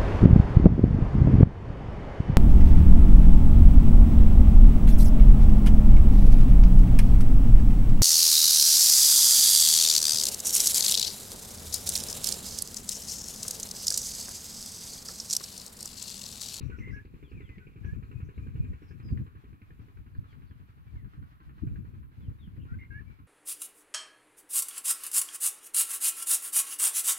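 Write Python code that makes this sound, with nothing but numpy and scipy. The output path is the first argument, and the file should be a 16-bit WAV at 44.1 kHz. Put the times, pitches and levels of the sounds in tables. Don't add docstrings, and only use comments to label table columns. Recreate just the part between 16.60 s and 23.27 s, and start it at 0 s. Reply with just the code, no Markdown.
import sys
import numpy as np
from scipy import signal
from scipy.fft import rfft, irfft, next_fast_len
from scipy.io import wavfile
from scipy.ndimage import uniform_filter1d

SR = 44100
rng = np.random.default_rng(int(sys.argv[2]) if len(sys.argv) > 2 else 0)


def generate_wav(signal):
    frames = np.transpose(np.atleast_2d(signal))
    scaled = np.clip(frames, -1, 1) * 32767
    pcm = np.round(scaled).astype(np.int16)
    wavfile.write(sys.argv[1], SR, pcm)


N = 294147
TIME = np.arange(N) / SR
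ENGINE_LAG, BIRD_LAG = 19, -21

# (frequency [Hz], level [dB])
AIR_SPECTRUM = [(100, 13.5), (400, -7.5), (700, -2.5), (1200, -2.5), (2300, -2.5), (3200, -9.5),
                (4300, -13), (5500, -19.5), (8000, -24.5), (16000, -51.5)]
GRASS_SPECTRUM = [(2000, -23), (3800, 12), (5500, 5), (7600, 11), (8300, 2), (12000, -15), (16000, -34.5)]
HISS_SPECTRUM = [(1000, -36), (6000, -35), (8500, -6.5), (10000, -2), (12300, 4), (15500, -2.5)]
# (time [s], level [dB], starting pitch [Hz])
BIRD_SLURS = [(.628, -70.5, 3620), (.745, -60, 2584), (0.813, -71, 3670), (3.665, -74.5, 3700),
              (3.87, -80, 3700), (4.35, -68.5, 2270), (5.605, -74.5, 3570), (5.79, -67.5, 3810)]
# (time [s], duration [s], level [dB], pitch [Hz], final fall [share of pitch])
BIRD_WHISTLES = [(0.83, 0.16, -61.5, 2050, 0.085), (1.53, .1, -66, 2520, -0.034),
                 (1.787, 0.082, -67, 2420, .02), (1.987, 0.074, -66.5, 2450, 0),
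                 (2.215, 0.1, -80, 5480, 0.057), (2.426, .1, -70.5, 4990, .13),
                 (4.256, .09, -77, 2300, 0.037), (6.456, 0.091, -65.5, 2288, 0.013)]
# (time [s], level [dB], pitch [Hz])
BIRD_BUZZES = [(-.015, -66.5, 3980), (.025, -74, 5700), (.165, -73, 5640), (.31, -72, 5500),
               (0.439, -79, 4050), (.675, -80, 4530), (1.24, -78, 5800), (1.631, -81, 6000),
               (1.42, -80.5, 3980), (1.735, -76, 3900), (2.275, -76, 5180), (3.527, -82, 4250),
               (3.689, -80, 4350), (3.85, -80, 4330), (4.944, -83.5, 4060), (5.987, -70, 2850)]
# (time [s], duration [s], level [dB], pitch [Hz], rise [share of pitch], roughness [0-1])
GAME_NOTES = [(0.111, 0.064, -53.5, 489, -0.064, 0.2), (.2, 0.13, -53.5, 687, -0.013, 0.32),
              (0.323, 0.1, -52, 558.5, 0.027, 0.13), (0.998, 0.074, -63.5, 498, 0.022, 0),
              (1.229, 0.11, -57.5, 565, 0.03, 0), (6.081, 0.085, -58, 487, 0.116, 0.2),
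              (6.185, 0.084, -56.5, 707, 0.041, .45), (6.303, .11, -51, 554.7, .06, 0.09)]
# (harmonic [number], level [dB])
GAME_HARMONICS = [(2, -26), (3, 0), (4, -16), (5, -21)]
# (time [s], firings so far [count])
FIRING_COUNT = [(-.081, -1), (3.192, 36), (6.675, 75)]
# (time [s], exhaust level [dB], clatter level [dB])
TRANSMISSION = [(0, -56.5, -66), (.27, -56.5, -65), (.54, -65.5, -74.5), (.8, -58, -67), (1.07, -62, -74),
                (1.33, -63, -67), (2.05, -61, -68.5), (2.66, -67, -67), (3.35, -71.5, -75),
                (3.73, -73.5, -69), (4.2, -76.5, -73), (4.7, -81, -68.5), (5.1, -68.5, -69.5),
                (5.5, -77.5, -74.5), (6.15, -72, -71), (6.67, -75.5, -72.5)]
# (frequency [Hz], level [dB])
EXHAUST_SPECTRUM = [(30, 2), (70, -5.5), (130, -0.5), (200, -9), (300, -2.5), (400, -5), (480, -6.5),
                    (580, -30.5), (800, -29), (1500, -84)]
BOOM_SPECTRUM = [(15, -30.5), (30, -12), (60, 0.5), (100, 1), (150, -6), (210, -15), (295, -12),
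                 (400, -31.5), (520, -39), (700, -62), (1500, -93)]
CLATTER_SPECTRUM = [(400, -38.5), (700, -18), (1050, 3.5), (1550, 0), (1950, -9), (2450, -18),
                    (3000, -16.5), (4000, -22), (6000, -48.5), (10000, -69.5)]
CASING_SPECTRUM = [(1500, -24), (2100, -10.5), (2300, -3), (2480, -3), (2750, -7.5), (3100, -18.5),
                   (4500, -57.5)]
# (delay [s], level [dB])
BANK_ECHOES = [(0.017, -22), (0.027, -9.5), (0.051, -11.5)]
# (time [s], peak level [dB], ring frequency [Hz])
HARD_KNOCKS = [(0.627, -52, 2310), (0.716, -51, 2620), (0.8912, -43.5, 2110), (0.9817, -46, 2030),
               (1.0686, -51, 2450), (1.247, -44, 1750), (1.6884, -53, 1600), (1.7782, -48, 2330),
               (2.1301, -53.5, 1846), (2.3088, -49, 1700), (2.4862, -50, 2320), (2.5736, -42.5, 1890),
               (3.017, -51.5, 2260), (3.105, -51, 1810), (3.371, -53, 1480), (3.5498, -52.5, 1560),
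               (3.7284, -48.5, 1730), (5.1572, -50, 1480)]
# (time [s], hold [s], level [dB], pan [dB])
WIND_GUSTS = [(0.031, 0.084, -33.5, 19), (0.197, 0.14, -34.5, 8), (0.722, 0.13, -45, -3),
              (0.886, .12, -51, 15), (1.216, 0.18, -35.5, 11.5), (1.495, 0.17, -38.5, 11),
              (1.78, .11, -35.5, 0), (1.945, 0.17, -35, 1), (2.31, 0.084, -41.5, 12),
              (2.456, 0.036, -34, 6), (2.513, 0.093, -28.5, 0.5), (3.201, 0.012, -44.5, 19),
              (3.368, 0.032, -43.5, 6), (3.55, 0.058, -41, 3), (3.77, 0.084, -45, 6.5),
              (4.328, 0.074, -42.5, 0), (4.44, 0.028, -38.5, 2), (4.58, 0.056, -40, -5),
              (5.028, 0.057, -30.5, 8), (5.115, 0.074, -33, 4), (5.225, 0.243, -43.5, 1),
              (5.591, 0.13, -37.5, -2.5), (5.808, 0.07, -43.5, -1), (5.98, 0.065, -37, 1),
              (6.128, 0.051, -32.5, 5), (6.306, 0.18, -41.5, 21)]
# (time [s], peak level [dB], frequency [Hz], pan [dB])
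STRONG_EDDIES = [(0.068, -25, 107, 22), (0.753, -37, 80, -1), (0.98, -36, 170, 1), (1.255, -26, 89.2, 9),
                 (1.33, -24.5, 116, -7), (1.56, -26, 112, 12), (1.633, -26, 104, -1),
                 (1.885, -28.5, 109, -16), (1.958, -25, 108, -0.5), (2.006, -15, 117, 2),
                 (2.104, -22.5, 77, 3), (2.525, -22.5, 103, -5), (3.59, -22.5, 97, -2), (4.344, -29, 89, 0),
                 (4.369, -28, 77, -1), (2.601, -26, 101, 2), (5.038, -25.5, 270, 3),
                 (5.073, -22.5, 108, -10), (5.687, -24, 99, 1), (5.878, -36, 181, 0), (6.124, -23, 125, 2),
                 (6.364, -29, 87.5, 15)]
# (frequency [Hz], level [dB])
BUFFET_SPECTRUM = [(15, -30), (30, -20), (60, 3.5), (100, 1.5), (150, -5), (210, -13.5), (300, -19),
                   (400, -32.5), (520, -36.5), (700, -60.5), (1500, -92.5)]
SWIRL_SPECTRUM = [(80, -23.5), (200, 4.5), (290, -2.5), (380, -15), (520, -27), (750, -41), (1500, -79.5)]


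def gain_of(db):
    return 10 ** (np.asarray(db) / 20)


def unit_rms(x):
    return x / np.sqrt(np.mean(x ** 2) + 1e-20)


def curve(rows, column):
    rows = np.array(rows)
    return np.interp(TIME, rows[:, 0], rows[:, column])


def colour(x, spectrum):
    hz, db = np.transpose(spectrum)
    bin_hz = abs(np.fft.fftfreq(4096, 1 / SR))
    log_gain = np.log(gain_of(np.interp(np.log(bin_hz + 1), np.log(hz), db)))
    taps = np.fft.ifft(np.exp(np.conj(signal.hilbert(log_gain)))).real
    return unit_rms(signal.oaconvolve(np.atleast_2d(x), taps[None, :len(taps) // 2], axes=1)[:, :N])


def noise():
    return rng.standard_normal((2, N))


def wander(hz, size=N):
    padded = next_fast_len(size + 4096)
    rolloff = 1 + (np.fft.rfftfreq(padded, 1 / SR) / hz) ** 4
    return unit_rms(irfft(rfft(rng.standard_normal(padded)) / rolloff, padded))[:size]


def add(mix, start, sound):
    at = round(start * SR)
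    sound = sound[..., max(-at, 0):]
    part = mix[..., max(at, 0):][..., :sound.shape[-1]]
    part += sound[..., :part.shape[-1]]


def arrive(x, lag):
    return np.array([np.roll(x, lag), x])


def pan(pan_db):
    pair = gain_of(np.array([[pan_db], [-pan_db]]) / 2)
    return pair / np.sqrt(np.mean(pair ** 2))


def scatter(x, t60, wet_db):
    t = np.arange(SR // 2) / SR
    tail = rng.standard_normal((2, len(t))) * gain_of(-60 * t / t60)
    tail /= np.linalg.norm(tail[0])
    return x + gain_of(wet_db) * signal.oaconvolve(x, tail, axes=1)[:, :N]


def excess_db(strength):
    db = 10 * np.log10(np.mean(strength ** 2, axis=0))
    return db - db.mean()


def background(strength, air_db=-69, grass_db=-89, hiss_db=-81):
    carried_db, gust_db = curve(TRANSMISSION, column=1), excess_db(strength)
    stir_db = 0.49 * (carried_db - carried_db.mean()) + 0.27 * gust_db
    flutter = 0.44 * wander(hz=12)
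    air = gain_of(air_db + 2.5 * wander(hz=8.4)) * colour(noise(), AIR_SPECTRUM)
    grass = gain_of(grass_db + stir_db + 3.1 * flutter) * colour(noise(), GRASS_SPECTRUM)
    hiss = gain_of(hiss_db + flutter + 0.14 * gust_db) * colour(noise(), HISS_SPECTRUM)
    return air + grass * pan(9) + hiss * pan(-2.4)


def syllable(length, pitches, waver, waver_hz):
    progress = np.linspace(0, 1, max(round(length * SR), 64))
    glide_hz = np.polyval(np.polyfit([0, .5, 1], pitches, 2), progress)
    hz = glide_hz * (1 + waver * wander(waver_hz, len(progress)))
    return 2 * np.pi * np.cumsum(hz) / SR, np.sin(np.pi * progress).clip(0)


def chirp(length, hz, contour, rough):
    phase, arch = syllable(length, hz * np.array(contour), waver=0.097 * rough, waver_hz=350)
    flicker = gain_of(3 * wander(150, len(phase)))
    return unit_rms(np.sin(phase) * arch ** 0.5 * flicker)


def small_birds(level_db=-5, pan_db=5):
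    song = np.zeros(N)
    for start, db, hz in BIRD_SLURS:
        add(song, start, gain_of(db) * chirp(0.082, hz, contour=(1, 0.89, 0.74), rough=0.092))
    for start, length, db, hz, fall in BIRD_WHISTLES:
        add(song, start, gain_of(db) * chirp(length, hz, contour=(1, 1, 1 - fall), rough=0.12))
    for start, db, hz in BIRD_BUZZES:
        add(song, start, gain_of(db) * chirp(0.055, hz, contour=(0.973, 1, 1.027), rough=0.7))
    return scatter(gain_of(level_db) * pan(pan_db) * song, t60=0.24, wet_db=-1)


def game_bird(rasp=0.058, rasp_hz=260, flutter=0.0185, throat_hz=2800, flicker_db=2):
    calls = np.zeros(N)
    for start, length, db, hz, rise, rough in GAME_NOTES:
        pitches = (hz * (1 - rise / 2), hz, hz * (1 + rise / 2))
        phase, arch = syllable(length, pitches, rasp * rough, rasp_hz)
        phase += 2 * np.pi * np.cumsum(hz * flutter * wander(49, len(phase))) / SR
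        voice = sum(gain_of(level) * np.sin(k * phase) for k, level in GAME_HARMONICS)
        voice *= 1 + 1.05 * rough * wander(rasp_hz, len(phase))
        flicker = gain_of(flicker_db * wander(45, len(phase)))
        add(calls, start, gain_of(db) * unit_rms(voice * arch ** 0.66 * flicker))
    throat = signal.butter(6, throat_hz, fs=SR, output="sos")
    return scatter(arrive(signal.sosfilt(throat, calls), BIRD_LAG), t60=0.22, wet_db=-13.5)


def since_firing():
    cycles = curve(FIRING_COUNT, column=1)
    return cycles % 1 / (np.gradient(cycles) * SR)


def exhaust(level_db=5, puff=0.016, puff_decay_s=0.061, uneven_db=2.2):
    age = since_firing()
    fires = np.diff(age, prepend=0) < -age.mean()
    pulses = fires * gain_of(uneven_db * wander(hz=22))
    thud = pulses + puff * np.exp(-age / puff_decay_s) * rng.standard_normal(N)
    for delay, db in BANK_ECHOES:
        add(thud, delay, gain_of(db) * pulses)
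    direct = arrive(colour(thud, EXHAUST_SPECTRUM)[0], ENGINE_LAG)
    heard = scatter(direct, t60=0.25, wet_db=-9.5)
    return unit_rms(heard) * gain_of(curve(TRANSMISSION, column=1) + level_db)


def throb(level_db=14, decay_s=0.015, peak_s=0.0087, uneven_db=3):
    swell = np.exp(-abs(since_firing() - peak_s) / decay_s)
    swell *= gain_of(uneven_db * np.tanh(wander(hz=5)))
    boom = colour(swell * rng.standard_normal(N), BOOM_SPECTRUM)[0]
    carried_db = 0.4 * curve(TRANSMISSION, column=1) + 0.6 * curve(TRANSMISSION, column=2)
    return arrive(boom, ENGINE_LAG) * gain_of(carried_db + level_db)


def clatter(level_db=3, ring_db=-9, decay_s=0.011, uneven_db=2.2, steady_rattle=0.25):
    age = since_firing()
    knock, slap = ((age > at) * np.exp(-abs(age - at) / decay_s) for at in (0.0028, 0.016))
    blows = (knock + 0.23 * slap) * gain_of(uneven_db * np.tanh(wander(hz=17)))
    rattle = (blows + steady_rattle) * noise()
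    body = colour(rattle[0], CLATTER_SPECTRUM)[0] * gain_of(curve(TRANSMISSION, column=2) + level_db)
    ring = colour(rattle[1], CASING_SPECTRUM)[0] * gain_of(curve(TRANSMISSION, column=1) + ring_db)
    return scatter(arrive(body + ring, ENGINE_LAG), t60=0.4, wet_db=-11)


def knocks(level_db=-2, decay_s=0.0012, ring_decay_s=0.00066):
    raps, t = np.zeros(N), np.arange(SR // 20) / SR
    for start, db, hz in HARD_KNOCKS:
        ring = t * np.exp(-t / ring_decay_s) * np.sin(2 * np.pi * hz * t)
        blow = np.exp(-t / decay_s) * rng.standard_normal(len(t))
        rap = np.convolve(blow, np.gradient(ring))[:len(t)]
        add(raps, start, gain_of(db + level_db) * rap / abs(rap).max())
    return scatter(arrive(raps, ENGINE_LAG), t60=0.15, wet_db=-4)


def wind_strength(breeze_db=-50, swing_db=5.5, attack_s=0.016, release_s=0.03):
    breeze = gain_of(breeze_db + swing_db * np.tanh(wander(hz=9.4))) * pan(2)
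    power = breeze ** 2
    for start, hold, db, pan_db in WIND_GUSTS:
        before = np.maximum(start - TIME, 0) / attack_s
        after = np.maximum(TIME - start - hold, 0) / release_s
        envelope = np.exp(-np.minimum(before + after, 20))
        power += (gain_of(db) * pan(pan_db) * envelope) ** 2
    return np.sqrt(power)


def eddies(level_db=-2, max_skew_turns=0.55):
    pressure, age = np.zeros((2, N)), np.arange(-SR // 20, SR // 20) / SR
    median_hz = np.median([row[2] for row in STRONG_EDDIES])
    for centre, db, hz, pan_db in STRONG_EDDIES:
        turn, lead = rng.random(2)
        skew = max_skew_turns * lead ** 2 * np.array([[0], [1]])
        width_cycles = 0.48 * (hz / median_hz) ** 0.59
        envelope = np.exp(-0.5 * (age * hz / width_cycles) ** 2)
        swing = envelope * np.cos(2 * np.pi * (hz * age + turn + skew))
        add(pressure, centre + age[0], gain_of(db + level_db) * pan(pan_db) * swing)
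    return pressure


def wind(strength, level_db=-3, lump_hz=22, lump_db=5, swirl_db=-17, swirl_growth=0.38):
    buffet = colour(noise(), BUFFET_SPECTRUM)
    buffet /= np.sqrt(uniform_filter1d(buffet ** 2, size=2600, axis=1))
    swirls = colour(noise(), SWIRL_SPECTRUM) * gain_of(swirl_db + swirl_growth * excess_db(strength))
    lumps = unit_rms(gain_of(lump_db * np.tanh([wander(lump_hz), wander(lump_hz)])))
    return (buffet + swirls) * lumps * strength * gain_of(level_db)


def scene():
    strength = wind_strength()
    engine = exhaust() + throb() + clatter() + knocks()
    return wind(strength) + eddies() + engine + game_bird() + small_birds() + background(strength)


def record(dry, cutoff_hz=15820):
    taps = signal.firwin(511, cutoff_hz, window=("kaiser", 9), fs=SR)
    return signal.oaconvolve(dry, taps[None], "same")


dry = scene()
out = record(dry)
generate_wav(out)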